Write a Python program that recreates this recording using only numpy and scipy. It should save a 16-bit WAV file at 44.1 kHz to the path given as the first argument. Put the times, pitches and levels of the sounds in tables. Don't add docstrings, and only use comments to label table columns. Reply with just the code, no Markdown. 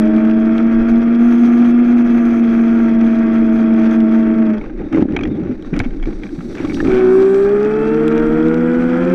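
import sys
import numpy as np
from scipy import signal
from scipy.fft import rfft, irfft
from scipy.io import wavfile
from scipy.ndimage import uniform_filter1d

SR = 44100
rng = np.random.default_rng(int(sys.argv[2]) if len(sys.argv) > 2 else 0)


def invert_db(x):
    u = np.asarray(x, float) / 20
    return 10 ** u


def master(y):
    cut = np.clip(np.atleast_2d(y).T, -1, 1)
    pcm = np.round(cut * 32767)
    wavfile.write(sys.argv[1], SR, pcm.astype(np.int16))


N = 403074
TIME_S = np.arange(N) / SR
TEETH_PER_TURN = 2.099
MAIN_ORDERS = [TEETH_PER_TURN, 2 * TEETH_PER_TURN, 3, 4, 6]
LIFT_OFF_S = 4.56

# [freq_hz, density_db]
LOOSE_SPECTRUM = [(500, -38), (700, 3), (860, -3), (990, -8), (1140, -2.5), (1600, -2), (1800, -5),
                  (2300, -5), (3000, -19), (3300, -21), (3750, -21), (4300, -42), (9000, -70)]


def rms_one(x):
    return x / np.sqrt(np.mean(x ** 2) + 1e-20)


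def in_time(rows):
    s, *columns = np.transpose(rows)
    return [np.interp(TIME_S, s, column) for column in columns]


def spells_db(rows, rise_db_s, sag_db_s, fall_db_s, rest_db):
    grid_s = np.arange(0, N / SR + .002, .001)
    start_s, length_s, level_db = np.transpose(rows)[:, :, None]
    age_s = grid_s - start_s
    rise = rise_db_s * np.minimum(age_s, 0)
    sag = sag_db_s * np.clip(age_s, 0, length_s)
    fall = fall_db_s * np.maximum(age_s - length_s, 0)
    shape_db = level_db + rise - sag - fall
    return np.interp(TIME_S, grid_s, np.maximum(shape_db.max(axis=0), rest_db))


def drift(rate_hz):
    r = np.exp(-40 * np.pi * rate_hz / SR)
    slow = signal.lfilter([1], [1, -2 * r, r * r], rng.standard_normal(N // 20 + 2002))[2000:]
    return np.interp(np.arange(N) / 20, np.arange(len(slow)), rms_one(slow))


def grit(per_s, spread_db):
    sizes = invert_db(spread_db * np.minimum(rng.exponential(1, N), 4)) * rng.standard_normal(N)
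    return rms_one(sizes * (rng.random(N) < per_s / SR))


def once_per(cycles):
    return np.diff(np.floor(cycles), prepend=np.floor(cycles[0]))


def colour(x, spectrum):
    hz, level_db = np.transpose(spectrum)
    log_hz = np.log(np.maximum(np.arange(4097) * SR / 8192, 1))
    cepstrum = irfft(np.interp(log_hz, np.log(hz), level_db) * np.log(10) / 20)
    cepstrum[1:4096] *= 2
    cepstrum[4097:] = 0
    response = irfft(np.exp(rfft(cepstrum)))
    return signal.oaconvolve(x, response / np.linalg.norm(response))[:N]


def ring(clicks, hz, width_hz):
    r, w = np.exp(-np.pi * width_hz / SR), 2 * np.pi * hz / SR
    return signal.lfilter([0, np.sin(w)], [1, -2 * r * np.cos(w), r * r], clicks + 1e-18)


def panels(x, modes):
    out = 0
    for hz, width_hz, db in modes:
        edges_hz = [hz - width_hz / 2, hz + width_hz / 2]
        band = signal.butter(2, edges_hz, "band", fs=SR, output="sos")
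        out = out + invert_db(db) * signal.sosfilt(band, x + 1e-18)
    return out


def frame_db(hz):
    # [mode_hz, width_hz, gain_db]
    resonances = [(205.3, 26, -4), (249.6, 13.2, 0.48), (314.5, 11.3, 2.3), (393.4, 41.7, -3.5),
                  (624.6, 41, -16)]
    coarse_hz = hz[::64]
    total = 0
    for k, (mode_hz, width_hz, db) in enumerate(resonances):
        detuning = mode_hz ** 2 - coarse_hz ** 2 + 1j * width_hz * coarse_hz
        total = total + (-1) ** k * invert_db(db) * coarse_hz ** 2 * width_hz / mode_hz / detuning
    return np.interp(np.arange(N) / 64, np.arange(len(coarse_hz)), 20 * np.log10(np.abs(total)))


def drive_state():
    # [time_s, turns_hz, load_db]
    speed = [(0.0, 104.3, 0), (0.3, 106.8, 0), (1.05, 111.1, -0.1), (1.3, 113.2, 1.2), (1.9, 114.6, 0.1),
             (2.5, 110.6, 0.1), (3.2, 108.4, 0.1), (4.42, 107.3, 0.4), (4.6, 101.1, -6.5),
             (6.88, 63.13, -7), (7.07, 62.19, -0.1), (7.46, 66.33, -3.5), (7.76, 72.08, -1),
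             (8.07, 76.44, 3.5), (8.3, 77.36, 1.5), (8.58, 81.07, 3), (8.95, 83.5, 1), (9.14, 88.16, 6.5)]
    # [cruise_db, pull_db]
    forces = [
        (-2, -5),
        (-18.5, -18.5),
        (-15, -13),
        (-20, -15),
        (-5, 1),
    ]
    throttle_s, fade_s, start_turn = 6.83, 0.068, 0.03
    turns_hz, load_db = in_time(speed)
    turns_hz = turns_hz * (1 + .0025 * drift(6))
    driven, pulling = in_time([(LIFT_OFF_S, 1, 0), (LIFT_OFF_S + fade_s, 0, 0),
                               (throttle_s, 0, 1), (throttle_s + fade_s, 1, 1)])
    levels_db = []
    for order, (cruise_db, pull_db) in zip(MAIN_ORDERS, forces):
        force_db = cruise_db + pulling * (pull_db - cruise_db) + load_db
        levels_db.append(force_db + frame_db(order * turns_hz))
    return start_turn + np.cumsum(turns_hz) / SR, levels_db, load_db, driven, pulling


def drivetrain(turns, levels_db, driven, pulling):
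    # [order_per_turn, cruise_db, pull_db]
    motor_lines = [(5, -19, -24), (7, -21, -22.5), (8, -27, -17), (9, -50, -46), (10, -58.5, -50),
                   (11, -61.5, -53.5), (12, -60, -41), (13, -65.5, -55), (14, -60, -57.5), (15, -60, -51.5),
                   (16, -64.5, -55), (17, -56.5, -53.5), (18, -55.5, -47.5), (19, -59, -61), (20, -61, -57),
                   (21, -66, -58.5), (22, -63.5, -61.5), (23, -62.5, -59.5), (24, -64, -50.5),
                   (25, -68.5, -57), (26, -66, -56), (27, -69, -57.5), (29, -70.5, -58.5), (28, -65, -57.5),
                   (30, -65.5, -57.5), (33, -66, -64), (36, -69.5, -50), (42, -76, -55.5)]
    # [order_per_turn, cruise_db, pull_db]
    side_lines = [(12.29, -61.5, -58.5), (16.29, -67.5, -55.5), (19.71, -68.5, -54)]
    # [tooth_multiple, cruise_db, pull_db]
    tooth_lines = [(3, -33.5, -28.5), (4, -49, -54), (5, -50.5, -53.5), (6, -58, -63), (7, -56, -62),
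                   (8, -61, -59), (9, -55, -61.5), (10, -55.5, -56.5), (11, -56.5, -59), (12, -58, -61.5)]
    # [freq_hz, gain_db]
    panel_response = [(410, -21), (600, 1), (720, -6), (880, -3.5), (990, -15.5), (1060, -8), (1140, -4),
                      (1370, 2.5), (1700, -1), (2040, -7.5), (2400, -10), (2660, -4), (2790, -21.5),
                      (3280, -16.5), (3530, -38.5), (7770, -120)]
    turns_hz = np.gradient(turns) * SR
    direct, high = np.zeros(N), np.zeros(N)
    for order, level_db in zip(MAIN_ORDERS, levels_db):
        slack = .014 * drift(18)
        direct += invert_db(level_db + 1.3 * drift(18)) * np.cos(2 * np.pi * (order * turns + slack))
    weak = motor_lines + side_lines + [(k * TEETH_PER_TURN, a, b) for k, a, b in tooth_lines]
    wavers = [drift(8.7) for _ in range(4)]
    swells = [invert_db(2.6 * waver) for waver in wavers]
    for k, (order, cruise_db, pull_db) in enumerate(weak):
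        level = (invert_db(cruise_db) + pulling * (invert_db(pull_db) - invert_db(cruise_db))) * swells[k % 4]
        phase = order * turns + rng.random() + 0.08 * wavers[k % 3]
        line = level * np.sin(2 * np.pi * phase)
        if order < 8.2:
            direct += invert_db(frame_db(order * turns_hz)) * line
        else:
            high += line
    return np.sqrt(2) * driven * (direct + colour(high, panel_response))


def easing_db():
    ease_s, whip_at_s, whip_end_s, wheel_hz = 4.0, 4.503, 4.72, 26
    eased = np.clip((TIME_S - ease_s) / (LIFT_OFF_S - ease_s), 0, 1) * (TIME_S < whip_end_s)
    return eased * (-4 + 6 * np.cos(2 * np.pi * wheel_hz * (TIME_S - whip_at_s)))


def spray():
    # [start_s, length_s, level_db]
    sprays = [
        (6.702, 0.12, -50.5),
        (6.74, 0.013, -43),
    ]
    roar = invert_db(spells_db([sprays[0]], 21.5, 0, 20.5, -120))
    return roar + invert_db(spells_db([sprays[1]], 900, 0, 504, -120))


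def road_levels(load_db, driven, pulling, buzz, passing_db, eased_db):
    # [start_s, length_s, level_db]
    bumps = [
        (4.62, 0.25, -21.5),
        (4.8, 0.056, -15.5),
        (4.935, 0.099, -9.5),
        (5.1, 0.424, -14),
        (5.74, 0.073, -14.5),
        (5.88, 1, -23.5),
        (6.078, 0.013, -16.5),
        (6.44, 0.29, -21),
        (6.6, 0.28, -15),
        (6.84, 0.12, -9.5),
    ]
    smooth_db, coast_hiss_db = -25.5, -62.5
    bumps_db = spells_db(bumps, 494, 4, 354, smooth_db)
    follow_db = 0.18 * load_db
    rumble_db = -19.5 - 1.5 * pulling + follow_db
    clatter_db = -31.5 + 1.5 * pulling + follow_db
    hiss_db = -58 - 2.5 * pulling + follow_db
    rumble_db = np.maximum(bumps_db, smooth_db + driven * (rumble_db - smooth_db))
    loose_db = -45 + 0.51 * (bumps_db + 23.5)
    hiss = invert_db(coast_hiss_db + driven * (hiss_db - coast_hiss_db))
    hiss = hiss + invert_db(14.5) * buzz + invert_db(passing_db + 2.5) + spray()
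    clatter_db = 20 * np.log10(invert_db(clatter_db) + invert_db(35) * buzz)
    clatter_db = loose_db + driven * (clatter_db + eased_db - loose_db)
    return rumble_db, clatter_db, 20 * np.log10(hiss) + driven * eased_db


def road(turns, driven, rumble_db, clatter_db, hiss_db):
    # [start_s, length_s, level_db]
    lurches = [
        (0.0, 0.044, -23),
        (0.8, 0.077, -20.5),
        (4.63, 0.15, -23),
        (5.75, 0.11, -16.5),
        (6.8, 0.078, -17.5),
        (8.2, 0.22, -23),
        (.43, .05, -23),
        (5.2, 0.11, -26),
        (5.95, 0.13, -19),
    ]
    # [freq_hz, density_db]
    rumble_spectrum = [(26, -41.5), (45, -20.5), (65, -9.5), (136, -14), (228, -3.5), (303, -2), (345, -5),
                       (403, -12), (436, -15.5), (619, -24.5), (723, -43), (792, -25.5), (1000, -46.5),
                       (1300, -64), (2200, -120)]
    # [freq_hz, density_db]
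    clatter_spectrum = [(410, -25.5), (700, 2.5), (858, -8.5), (930, -2), (990, -16.5), (1060, -9),
                        (1140, -2.5), (1370, 1.5), (1540, -4), (1640, -2.5), (1770, -7), (2040, -9),
                        (2340, -5.5), (2900, -22), (3280, -15.5), (3530, -39.5), (4590, -47), (7770, -120)]
    # [freq_hz, density_db]
    hiss_spectrum = [(2600, -102.6), (3300, -85.5), (3750, -77.5), (4200, -83), (4700, -81.5),
                     (5200, -88.5), (5700, -84.5), (6300, -85), (7000, -98), (7600, -95.5), (8500, -93.5),
                     (10000, -101.2), (12000, -104.7), (13500, -110), (15500, -140)]
    slack_s, sway_hz = 5.05, 27
    sway_db = spells_db(lurches, 82, 0, 48, -30)
    tooth_beat = 1 + .4 * np.cos(2 * np.pi * (TEETH_PER_TURN * turns - .05))
    jolts = drift(30) + .5 * drift(12)

    rumble = colour(invert_db(rumble_db + 1.1 * jolts) * rng.standard_normal(N), rumble_spectrum)
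    tension = np.maximum(driven, np.clip(20 * (slack_s - TIME_S), 0, 1))
    low = signal.sosfiltfilt(signal.butter(2, 150, fs=SR, output="sos"), rumble)
    rumble = rumble - 0.55 * tension * low

    sway = ring(ring(rng.standard_normal(N), sway_hz, 16), sway_hz, 26)
    sway = invert_db(sway_db) * rms_one(sway)

    shake = invert_db(clatter_db + 2.2 * jolts * (1 - 0.37 * driven)) * grit(5000, 2.2)
    chain = colour(shake * driven * tooth_beat, clatter_spectrum)
    sparse = invert_db(clatter_db - 20.5) * grit(150, 2.5)
    rattle = colour((1 - driven) * (shake + sparse), LOOSE_SPECTRUM)

    air = (1 - driven + driven * tooth_beat) * invert_db(hiss_db + 2.3 * jolts) * grit(12000, 1.5)
    case_seal = signal.butter(2, 8500, fs=SR, output="sos")
    hiss = signal.sosfilt(case_seal, colour(air, hiss_spectrum))
    return rumble + sway + chain + rattle + hiss + invert_db(15.0) * panels(air, [(5630, 54, 0.0046)])


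def ticks(driven):
    # [time_s, peak_db]
    slaps = [(0.0569, -42), (0.164, -37), (0.2514, -38), (0.312, -38), (0.4046, -51), (0.5813, -35),
             (0.628, -49), (3.7394, -40.5), (4.004, -34), (5.123, -42), (5.6243, -41), (5.7917, -24.5),
             (6.7449, -29), (7.204, -37), (7.29, -48), (7.4915, -36), (7.63, -36), (7.945, -38.5),
             (8.08, -24.5), (8.1786, -30.5), (8.436, -52), (8.4835, -32.5), (8.543, -36.5), (8.6065, -49.5),
             (8.8058, -39.5), (9.0503, -37), (0.078, -43), (0.917, -42.5), (1.156, -42.5), (3.912, -34),
             (7.134, -40), (7.222, -42), (7.345, -38), (7.648, -34.5), (8.301, -49), (8.673, -44.5),
             (8.898, -40.5), (9.1, -42.5), (4.928, -41), (5.024, -37.5), (5.765, -36.5), (8.125, -39),
             (8.148, -42), (8.197, -39.5), (8.268, -41), (8.377, -51.5)]
    # [freq_hz, width_hz, gain_db]
    modes = [(1500, 2800, 4), (2420, 1200, 11.5), (3200, 240, 6), (4750, 860, 5), (5470, 450, 4),
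             (6600, 350, -5), (9000, 3800, -28.5)]
    clicks = invert_db(-68) * driven * grit(200, 1.8)
    for s, peak_db in slaps:
        clicks[round(s * SR)] += invert_db(peak_db + 10.0)
    puffs = signal.lfilter([1], [1, -.975], clicks) * rng.standard_normal(N)
    return panels(puffs, modes)


def buzz_spells():
    # [start_s, end_s, level_db]
    spans = [(0.132, 0.22, -79), (0.243, 0.306, -81), (0.393, 0.407, -74), (0.543, 0.585, -76),
             (0.714, 0.741, -78), (0.883, 0.907, -69), (0.974, 0.988, -71), (1.021, 1.031, -75),
             (1.191, 1.715, -70.5), (1.774, 1.809, -76), (1.84, 1.93, -73), (1.966, 2.027, -70.5),
             (2.046, 2.08, -72), (2.09, 2.404, -72.5), (2.43, 2.9, -73.5), (3.005, 3.213, -74.5),
             (3.33, 3.394, -74.5), (3.45, 3.476, -75.5), (3.525, 3.627, -72.5), (3.757, 3.876, -75.5),
             (3.908, 3.964, -69.5), (4.11, 4.217, -75), (4.39, 4.414, -84)]
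    spells = np.full(N, invert_db(-97.5))
    for start_s, end_s, db in spans:
        spells[round(start_s * SR):round(end_s * SR)] = invert_db(db)
    return uniform_filter1d(spells, size=400)


def case_buzz(turns, driven, spells, eased_db):
    # [freq_hz, width_hz, gain_db]
    modes = [(5300, 600, -15.5), (6220, 600, -5.5), (8700, 690, -17), (11900, 1700, -16.5)]
    spells = spells * invert_db(1.8 * drift(18)) * driven * (TIME_S < 4.6)
    play = .012 * drift(120)
    teeth = once_per(TEETH_PER_TURN * turns + 0.024 + play) * invert_db(1.8 * rng.standard_normal(N))
    buzz = invert_db(16.0) * spells * rms_one(panels(teeth, modes))
    taps = once_per((3 - TEETH_PER_TURN) * turns + .04 * drift(60)) * invert_db(3.0 * rng.standard_normal(N))
    bracket = rms_one(panels(taps, [(3324, 260, 0.5), (5000, 880, -14.5)]))
    return buzz + invert_db(-51.0 + 2.6 * drift(25) + 2 * eased_db) * driven * bracket


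def scrapes():
    # [start_s, end_s, level_db]
    strokes = [
        (3.817, 3.941, -30),
        (4.925, 5.029, -29),
        (5.73, 5.79, -32.5),
        (5.8, 5.825, -34.5),
        (5.832, 5.865, -35.5),
        (6.034, 6.065, -50),
        (6.547, 6.725, -35),
        (6.767, 6.821, -32.5),
        (6.844, 6.9, -26.5),
        (6.905, 7.029, -26.5),
    ]
    stroke = np.zeros(N)
    for start_s, end_s, db in strokes:
        span = slice(round(start_s * SR), round(end_s * SR))
        stroke[span] = invert_db(db) * np.linspace(1, .5, span.stop - span.start)
    grains = uniform_filter1d(stroke, size=300) * invert_db(2.5 * drift(90)) * grit(2500, 2.0)
    modes = [(544, 670, 16.0), (2250, 640, -0.5), (5000, 1200, -9), (8170, 3000, -27.0)]
    return colour(grains, LOOSE_SPECTRUM) + panels(grains, modes)


def knocks():
    # [time_s, peak_db, ring_hz, bright_db]
    strikes = [(4.6124, -25.5, 2230, -36), (4.639, -29, 1130, -29), (4.6593, -30, 1530, -31),
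               (4.6964, -30, 1580, -31), (4.79, -33.5, 1890, -25), (4.929, -20, 1270, -27),
               (4.9452, -18.5, 2050, -28), (4.9716, -17, 1130, -27), (5.0237, -26, 1350, -20),
               (5.0868, -33, 1380, -25), (5.1053, -34, 1280, -17), (5.1636, -9.5, 2250, -16),
               (5.1895, -17.5, 2500, -25), (5.209, -20, 2300, -18), (5.234, -19, 2420, -10),
               (5.2525, -20, 1900, -21), (5.4335, -32, 1350, -18), (5.4486, -36, 1160, -21),
               (5.4984, -41, 1380, -23), (5.646, -32, 1140, -21), (5.738, -20, 2360, -29),
               (5.7633, -24, 1500, -16), (5.8003, -9.5, 2260, -20), (5.8406, -27, 2240, -17),
               (5.8514, -27, 2250, -23), (5.9065, -33, 1600, -24), (5.9366, -36, 1620, -20),
               (5.9974, -38, 1620, -19), (6.026, -23.5, 2256, -16), (6.036, -28.5, 2240, -17),
               (6.0553, -25.5, 2270, -16), (6.106, -33, 1160, -23), (6.1275, -34, 2300, -23),
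               (6.223, -36, 2120, -14), (6.234, -23, 2320, -15), (6.2662, -31, 2330, -19),
               (6.2901, -30, 1600, -24), (6.3884, -32, 1600, -24), (6.406, -25, 1320, -29),
               (6.5086, -42, 1170, -16), (6.5261, -38, 1270, -14), (6.551, -33, 1720, -4),
               (6.5814, -23, 2320, -14), (6.6049, -28, 1560, -19), (6.648, -20, 1130, -15),
               (6.6714, -29, 2240, -18), (6.697, -21.5, 2250, -21), (6.8021, -11.5, 1730, -36),
               (6.8443, -34, 2250, -28), (6.8713, -21, 2320, -21),
               (5.1357, -33, 2270, -28), (5.1664, -16, 2420, -25), (5.2734, -36, 1900, -11),
                (5.4604, -37, 1440, -20), (5.7324, -27, 1500, -28), (5.7564, -33, 2250, -28),
                (5.773, -24, 1300, -30), (5.8124, -31, 1610, -25), (5.8604, -32, 2200, -25),
                (5.9733, -42, 1100, -25), (6.443, -45, 1000, -25), (6.5685, -34, 1200, -25),
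                (6.5954, -27, 2250, -25), (6.6214, -29, 1730, -25), (6.656, -23, 1300, -25),
                (6.708, -26, 2250, -28), (6.72, -25, 2250, -28)]
    # [freq_hz, width_hz, gain_db]
    case_modes = [(3310, 310, 12), (4000, 970, -1), (4720, 540, -4), (5800, 620, -2.5), (6700, 430, -4.5)]
    out, crack, bright = np.zeros(N), np.zeros(N), np.zeros(N)
    age_s = np.arange(900) / SR
    hits = strikes
    envelope = np.tanh(age_s / 0.0005) * np.exp(-age_s / 0.0042)
    tone_envelope = np.exp(-age_s / 0.003) * np.tanh(age_s / 0.0014)
    bursts = envelope * rng.standard_normal((len(hits), 900))
    for (s, peak_db, hz, bright_db), noise in zip(hits, bursts):
        at = round(s * SR)
        out[at:at + 900] += invert_db(peak_db + 5.5) * np.sin(2 * np.pi * hz * age_s) * tone_envelope
        crack[at:at + 900] += invert_db(peak_db - 1.5) * noise
        bright[at:at + 900] += invert_db(peak_db + bright_db + 15) * noise * np.exp(-age_s / 0.0046)
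    out += colour(crack, LOOSE_SPECTRUM)
    out += panels(crack, [(1840, 52, 8.2), (2350, 69, 4), (2360, 250, 3.5)])
    out += panels(bright, case_modes)
    return signal.sosfilt(signal.butter(4, 7200, fs=SR, output="sos"), out)


def blows(rows, decay_s):
    out, age_s = np.zeros(N), np.arange(3000) / SR
    envelope = np.exp(-age_s / decay_s) * np.tanh(age_s / (0.3 * decay_s))
    for s, peak_db, hz in rows:
        at = round(s * SR)
        out[at:at + 3000] += invert_db(peak_db - 4.5) * np.sin(2 * np.pi * hz * age_s) * envelope
    return out


def thumps():
    # [time_s, peak_db, pitch_hz]
    hits = [(4.84, -25, 284), (4.938, -19, 326), (5.082, 0, 303), (5.163, -37, 308), (5.243, 2.5, 307.4),
            (5.3, -6, 130.7), (5.382, 0, 326), (5.426, -3, 180), (5.726, 2, 165.7), (5.77, 1.5, 284),
            (5.8, 0, 93.2), (5.859, 1, 244), (6.071, 0, 322), (6.253, -8.5, 195), (6.382, -4, 173),
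            (6.645, 5.5, 313), (6.77, -10, 232), (6.82, -9, 314), (4.694, -22, 248), (5.979, -17.5, 307),
            (6.125, -7.5, 318), (6.217, -13, 326), (6.328, -5, 300), (6.502, -20, 301)]
    return blows(hits, decay_s=.012)


def squeaks():
    # [start_s, end_s, start_hz, end_hz, level_db]
    glides = [
        (4.82, 4.903, 3650, 3720, -54),
        (5.28, 5.357, 3600, 3750, -48),
        (5.309, 5.403, 3440, 3460, -51),
        (5.59, 5.73, 3750, 3800, -53),
    ]
    out, waver_hz = np.zeros(N), 110 * drift(150)
    for start_s, end_s, hz, end_hz, db in glides:
        span = slice(round(start_s * SR), round(end_s * SR))
        pitch_hz = np.linspace(hz, end_hz, span.stop - span.start) + waver_hz[span]
        out[span] += invert_db(db) * np.hanning(len(pitch_hz)) * np.sin(2 * np.pi * np.cumsum(pitch_hz) / SR)
    return out


def slams():
    # [time_s, peak_db, pitch_hz]
    landings = [(4.947, 12, 300), (4.972, 10, 314), (4.9815, 11, 300), (4.994, 12, 300),
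                (5.0232, 13.5, 280), (5.0545, 6, 280), (5.731, 3, 250), (5.773, 4, 300), (6.649, -10, 300),
                (6.827, 7, 300), (6.878, -1, 250.8), (6.9, -4, 300)]
    return blows(landings, decay_s=0.0045)


def passer_db():
    start_s, length_s, level_db = 6.72, .73, -55.5
    hidden_s, hidden_width_s, hidden_db = 7.03, .06, -8
    ahead_db = np.where(TIME_S > start_s, -62, -120)
    swell_db = spells_db([(start_s, length_s, level_db)], 25, -3, 250, -120).clip(ahead_db)
    return swell_db + hidden_db * np.exp(-((TIME_S - hidden_s) / hidden_width_s) ** 2)


def passer(level_db):
    # [freq_hz, density_db]
    fizz = [(5500, -25), (7000, -7.5), (7600, -1.5), (8500, -6.5), (10000, -12.5), (11500, -15),
            (12700, -12.5), (13500, -20.5), (14600, -30.5), (15500, -61.5)]
    return colour(invert_db(level_db + 1.1 * drift(12)) * rng.standard_normal(N), fizz)


def snatch(turns):
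    # [start_s, length_s, level_db]
    spans = [
        (6.905, 0.086, -28.5),
        (7.06, 0.03, -46),
        (8.125, 0.06, -35.5),
    ]
    # [freq_hz, width_hz, gain_db]
    modes = [(1400, 600, -4.5), (2270, 280, 0), (3200, 450, -11)]
    slaps = once_per(TEETH_PER_TURN * turns + 0.029 * drift(90)) * invert_db(3.0 * rng.standard_normal(N))
    return invert_db(spells_db(spans, 400, 20.5, 250, -120)) * rms_one(panels(slaps, modes))


def scene():
    turns, levels_db, load_db, driven, pulling = drive_state()
    buzz, passing_db, eased_db = buzz_spells(), passer_db(), easing_db()
    noise_db = road_levels(load_db, driven, pulling, buzz, passing_db, eased_db)
    mix = drivetrain(turns, levels_db, driven, pulling) + road(turns, driven, *noise_db)
    mix += ticks(driven) + case_buzz(turns, driven, buzz, eased_db)
    mix += scrapes() + knocks() + thumps() + squeaks() + slams()
    mix += passer(passing_db) + snatch(turns)
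    return mix[None]


def band_limit(x):
    return signal.sosfilt(signal.butter(12, 15350, fs=SR, output="sos"), x)


def record(dry):
    top_cut = signal.butter(6, 12500, fs=SR, output="sos")
    hiss = invert_db(-85.5) * signal.sosfilt(top_cut, rng.standard_normal(N))
    return band_limit(np.tanh(invert_db(-4) * dry) + hiss)


dry = scene()
out = record(dry)
master(out)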